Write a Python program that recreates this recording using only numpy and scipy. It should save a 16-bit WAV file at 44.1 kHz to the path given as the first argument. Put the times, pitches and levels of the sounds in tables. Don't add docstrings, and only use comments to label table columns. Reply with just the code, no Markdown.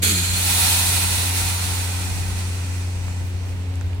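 import sys
import numpy as np
from scipy.fft import rfft, irfft, next_fast_len
from scipy.io import wavfile
from scipy.ndimage import map_coordinates

SR = 44100
rng = np.random.default_rng(int(sys.argv[2]) if len(sys.argv) > 2 else 0)


def file_out(sig):
    cols = np.atleast_2d(sig).T
    lim = np.clip(cols, -1, 1)
    pcm = np.round(lim * 32767).astype(np.int16)
    wavfile.write(sys.argv[1], SR, pcm)


N = 176400

VALVE_OPEN_S, VALVE_ATTACK_S = 0.019, 0.014


def amp(db):
    return 10 ** (np.asarray(db) / 20)


def unit(x):
    return x / np.sqrt(np.mean(x ** 2) + 1e-20)


def clock():
    return np.arange(N) / SR


def curve(rows, lag_s=0):
    return np.interp(clock() - lag_s, *np.transpose(rows))


def along(points, hz):
    f, v = np.transpose(points)
    return np.interp(np.log(hz + 1), np.log(f + 1), v)


def wobble(rate_hz):
    knots = rng.standard_normal(int(N * rate_hz / SR) + 4)
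    return map_coordinates(knots, [clock() * rate_hz], mode="nearest")


def filtered(x, response):
    m = next_fast_len(N + SR // 2)
    return irfft(rfft(x, m) * response(np.fft.rfftfreq(m, 1 / SR)), m)[..., :N]


def resonance(f, hz, width_hz):
    return 1j * f * width_hz / (hz * hz - f * f + 1j * f * width_hz)


def rush(gain):
    # freq_hz, coherence
    coherence = [(25, 0.25), (90, 0.25), (170, 0.7), (300, 0.88), (600, 0.22), (850, 0.71), (1200, 0.12),
                 (1500, 0.42), (2200, 0.15), (3100, 0.33), (5000, 0.061), (9000, 0.12), (13500, 0.054)]
    # freq_hz, lead_rad
    left_lead = [(25, .1), (90, .29), (300, .3), (900, .15), (1300, 1.6), (2500, 1.7), (3200, 3),
                 (4500, 5.6), (10000, 12.5)]

    def mid_side(f):
        angle = np.arccos(np.clip(along(coherence, f), -1, 1)) / 2
        return gain(f) * np.array([np.cos(angle), np.sin(angle)])

    mid, side = filtered(rng.standard_normal((2, N)), mid_side)
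    ports = np.array([mid + side, mid - side])
    return unit(filtered(ports, lambda f: np.exp(.5j * np.outer([1, -1], along(left_lead, f)))))


def noise(spectrum):
    return rush(lambda f: amp(along(spectrum, f)))


def underframe(x, count=12, spread_s=.022, strength=.2, sway_s=.00004):
    treble = filtered(x, lambda f: f / (f + 500))
    out = x
    for delays_s in rng.uniform(0, spread_s, (count, 2)):
        positions = (clock() - delays_s[:, None] - sway_s * wobble(1.94)) * SR
        echo = np.array([map_coordinates(port, [p]) for port, p in zip(treble, positions)])
        out = out + strength * echo
    return unit(out)


def station(level_db=-43.5):
    # freq_hz, density_db
    air_spectrum = [(150, -16), (400, 4.5), (650, -0.5), (900, -2.5), (1300, -8), (2500, -5.5), (4500, -11),
                    (8000, -33), (10500, -22), (12500, -27), (15500, -40)]
    return noise(air_spectrum) * amp(level_db + 0.16 * wobble(26.8))


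def drops(t60_s=0.0094, relative_width=0.43):
    # start_s, level_db, centre_hz
    impacts = [(3.082, -29, 1100), (3.495, -40, 8500), (3.74, -42, 4000), (3.756, -34, 7600),
               (3.812, -26, 1470), (3.811, -33.5, 7200), (3.932, -36, 2300), (3.949, -41, 8500)]
    out = 0
    for start_s, level_db, hz in impacts:
        age_s = clock() - start_s
        tick = rush(lambda f: resonance(f, hz, relative_width * hz) ** 2)
        out = out + tick * (age_s > 0) * amp(level_db - 60 * np.abs(age_s) / t60_s)
    return out


def generator(firing_hz=90.17, throb_hz=78, throb_full_s=3.87, throb_rise_db_per_s=35):
    # firing_multiple, level_db at mid-scene, drift_db_per_s
    orders = [(1, -25, 0.16), (4 / 3, -52.5, 0), (2, -43, -2.1), (3, -47.5, 0.26), (4, -57.5, 0),
              (14 / 3, -61, 0)]
    # freq_hz, density_db
    rumble_spectrum = [(20, -36), (32, -38), (45, -6), (55, 2.5), (75, -4), (100, -6), (130, -10.5),
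                       (200, -14), (300, -21), (450, -39), (700, -47)]
    # time_s, level_db
    rumble_levels = [(0, -34), (1.9, -37), (2.25, -33.5), (2.6, -36), (3.6, -36), (4, -35)]
    t = clock()
    phase = 2 * np.pi * firing_hz * t + 0.032 * wobble(3.8)
    hum = 0
    for multiple, level_db, drift_db_per_s in orders:
        waver_db = (.5 if multiple == 1 else 1.4) * wobble(4.96)
        gain = amp(level_db + drift_db_per_s * (t - t.mean()) + waver_db)
        hum = hum + gain * np.sin(multiple * phase + rng.uniform(0, 2 * np.pi))
    throb_db = np.clip(-33.5 + throb_rise_db_per_s * (t - throb_full_s), -43, -33.5)
    throb = amp(throb_db) * np.sin(2 * np.pi * throb_hz * t + 0.46 * wobble(5))
    rumble = noise(rumble_spectrum) * amp(curve(rumble_levels) + 1.7 * wobble(8.9))
    return np.sqrt(2) * (hum + throb) + rumble


def spurts(sigma_s=.035):
    # peak_s, level_db
    peaks = [(3.27, -51), (3.5, -53)]
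    # freq_hz, density_db
    hiss_spectrum = [(2000, -20), (5000, -10), (9000, 0), (15500, 1)]
    envelope = sum(amp(db) * np.exp(-((clock() - peak_s) / sigma_s) ** 2 / 2) for peak_s, db in peaks)
    return noise(hiss_spectrum) * envelope


def groan(start_hz=242, sag_hz_per_s=350, roughness=.025, peak_s=0.135, sigma_s=0.055, peak_db=-30):
    # pitch_multiple, relative_db
    partials = [(1, -0.5), (1.5, -6), (2, -7.5)]
    t = clock()
    pitch_hz = np.maximum(start_hz - sag_hz_per_s * t, start_hz / 2)
    tone = 0
    for multiple, db in partials:
        gain = amp(db + 2.2 * wobble(32))
        cycles = np.cumsum(pitch_hz * (1 + roughness * wobble(74))) / SR
        tone = tone + gain * np.sin(2 * np.pi * multiple * cycles)
    swell = np.exp(-((t - peak_s) / sigma_s) ** 2 / 2)
    attack = np.clip((t - VALVE_OPEN_S) / VALVE_ATTACK_S, 0, 1)
    return unit(tone) * amp(peak_db) * swell * attack


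def puff(shut_s=0.377, jet_release_s=0.21, whistle_release_s=.015, spit_decay_s=0.052, fizz_hz=11300):
    # freq_hz, density_db
    jet_spectrum = [(400, -29), (600, -16), (800, -11.5), (1050, -17), (1550, -2.5), (1750, -8), (2450, -1),
                    (2900, -7), (3300, -2.5), (3900, -4), (4450, -5), (4850, -6), (5450, -12), (6600, -3),
                    (7300, -1.5), (8500, -3), (10400, -4), (12800, -7), (13800, -9), (15600, -12.5)]
    # pitch_hz, width_hz, level_db
    edge_tones = [(4170, 61, -29), (4410, 47, -35.5)]
    # freq_hz, density_db
    thump_spectrum = [(100, -32), (200, -7), (360, -1), (450, -4), (650, -22), (1500, -41)]
    jet_db_per_s, fizz_db_per_s, whistle_db_per_s, thump_db_per_s = -21.5, -25, -13, -94
    age_s = np.maximum(clock() - VALVE_OPEN_S, 0)
    closed_s = np.maximum(clock() - shut_s, 0)

    spit_db = 3.5 * np.exp(-age_s / spit_decay_s)
    jet_db = -17.5 + jet_db_per_s * age_s + spit_db
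    jet = underframe(noise(jet_spectrum)) * amp(jet_db + 0.68 * wobble(42))
    jet *= np.exp(-closed_s / jet_release_s)
    fizz = filtered(jet, lambda f: f ** 8 / (f ** 8 + fizz_hz ** 8))
    jet = jet - fizz + fizz * amp(-1 + fizz_db_per_s * age_s)

    whistle = sum(amp(db) * rush(lambda f: resonance(f, hz, width_hz) ** 2)
                  for hz, width_hz, db in edge_tones)
    whistle *= amp(0.5 * wobble(45) + whistle_db_per_s * age_s)
    whistle *= np.exp(-closed_s / whistle_release_s)
    thump = noise(thump_spectrum) * amp(-32.5 + thump_db_per_s * age_s)
    return np.minimum(age_s / VALVE_ATTACK_S, 1) * (jet + whistle + thump)


def exhaust(reference_db=-19, pipe_db=-12, pitch_wander=.005, flutter_db=0.67, drift_db=0.43):
    # time_s, level_db
    flow = [(0, -47.5), (.25, -31.5), (.42, -20.5), (.58, -17), (.9, -19.5), (1.45, -24), (2, -29.5),
            (2.75, -37.5), (3.25, -44), (4, -52.5)]
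    # freq_hz, density_db
    jet_spectrum = [(150, -10.5), (330, -9), (500, -11.5), (630, -8.5), (780, -6), (970, -3), (1150, -10),
                    (1700, -8), (1900, -3.5), (2150, -5.5), (2500, -1.3), (3000, -5.5), (3600, -3),
                    (4250, -1), (4700, -5), (5200, -6.5), (5600, -4), (6500, -4.5), (7500, -4), (8400, 0),
                    (9300, -4), (10100, 0.5), (11000, -5), (11600, -7), (12400, -9), (13600, -7.5),
                    (15400, -7.5), (15900, -12)]
    # centre_hz, width_hz, relative_db
    modes = [(758, 22, -1.5), (1386, 33, 0), (1526, 27, -4), (2470, 260, -11), (3570, 106, -2.5),
             (4260, 180, -6.5), (7150, 18, -6), (8500, 300, -10.5), (10000, 60, -7)]
    # centre_hz, db_per_flow_db, trim_db, lag_s
    bands = [(405, 0.53, -1.5, 0.089), (744, 0.76, 0, 0.072), (1020, 0.66, 0.44, 0.046),
             (2500, 0.83, 0.9, 0.045), (3660, 1.23, 1.33, 0.019), (5700, 0.88, 0.25, 0.039),
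             (7600, 0.94, -0.2, 0), (10000, 1.3, 1, 0.026), (15000, 1.4, 0, 0)]

    def pipe_gain(f):
        return np.sqrt(sum(np.abs(amp(db) * resonance(f, hz, width_hz)) ** 2 for hz, width_hz, db in modes))

    ring = rush(pipe_gain)
    positions = np.cumsum(1 + pitch_wander * wobble(7))
    ring = np.array([map_coordinates(port, [positions]) for port in ring])
    jet = underframe(noise(jet_spectrum) + amp(pipe_db) * ring)
    flow_flutter_db = flutter_db * wobble(25.04)
    out = 0
    for centre_hz, db_per_flow_db, trim_db, lag_s in bands:
        crossover = [(hz, float(hz == centre_hz)) for hz, *_ in bands]
        band = filtered(jet, lambda f: along(crossover, f))
        flow_db = curve(flow, lag_s) - reference_db + flow_flutter_db
        band_db = reference_db + trim_db + db_per_flow_db * flow_db
        out = out + band * amp(band_db + drift_db * wobble(6.8))
    return out


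def scene():
    return puff() + groan() + exhaust() + spurts() + generator() + drops() + station()


def record(dry, top_hz=15850):
    # freq_hz, left_minus_right_db
    balance = [(25, .1), (90, .95), (250, 1.4), (500, .2), (850, -1), (1300, -4.5), (1600, -1.5),
               (2000, -4), (3600, -3.3), (6200, -.3), (8700, -4), (12000, -.3), (14000, 1.2), (15500, 15)]

    def response(f):
        gains = amp(np.outer([.5, -.5], along(balance, f)))
        return gains / np.sqrt(np.mean(gains ** 2, axis=0)) * (f < top_hz)

    return filtered(dry, response)


dry = scene()
out = record(dry)
file_out(out)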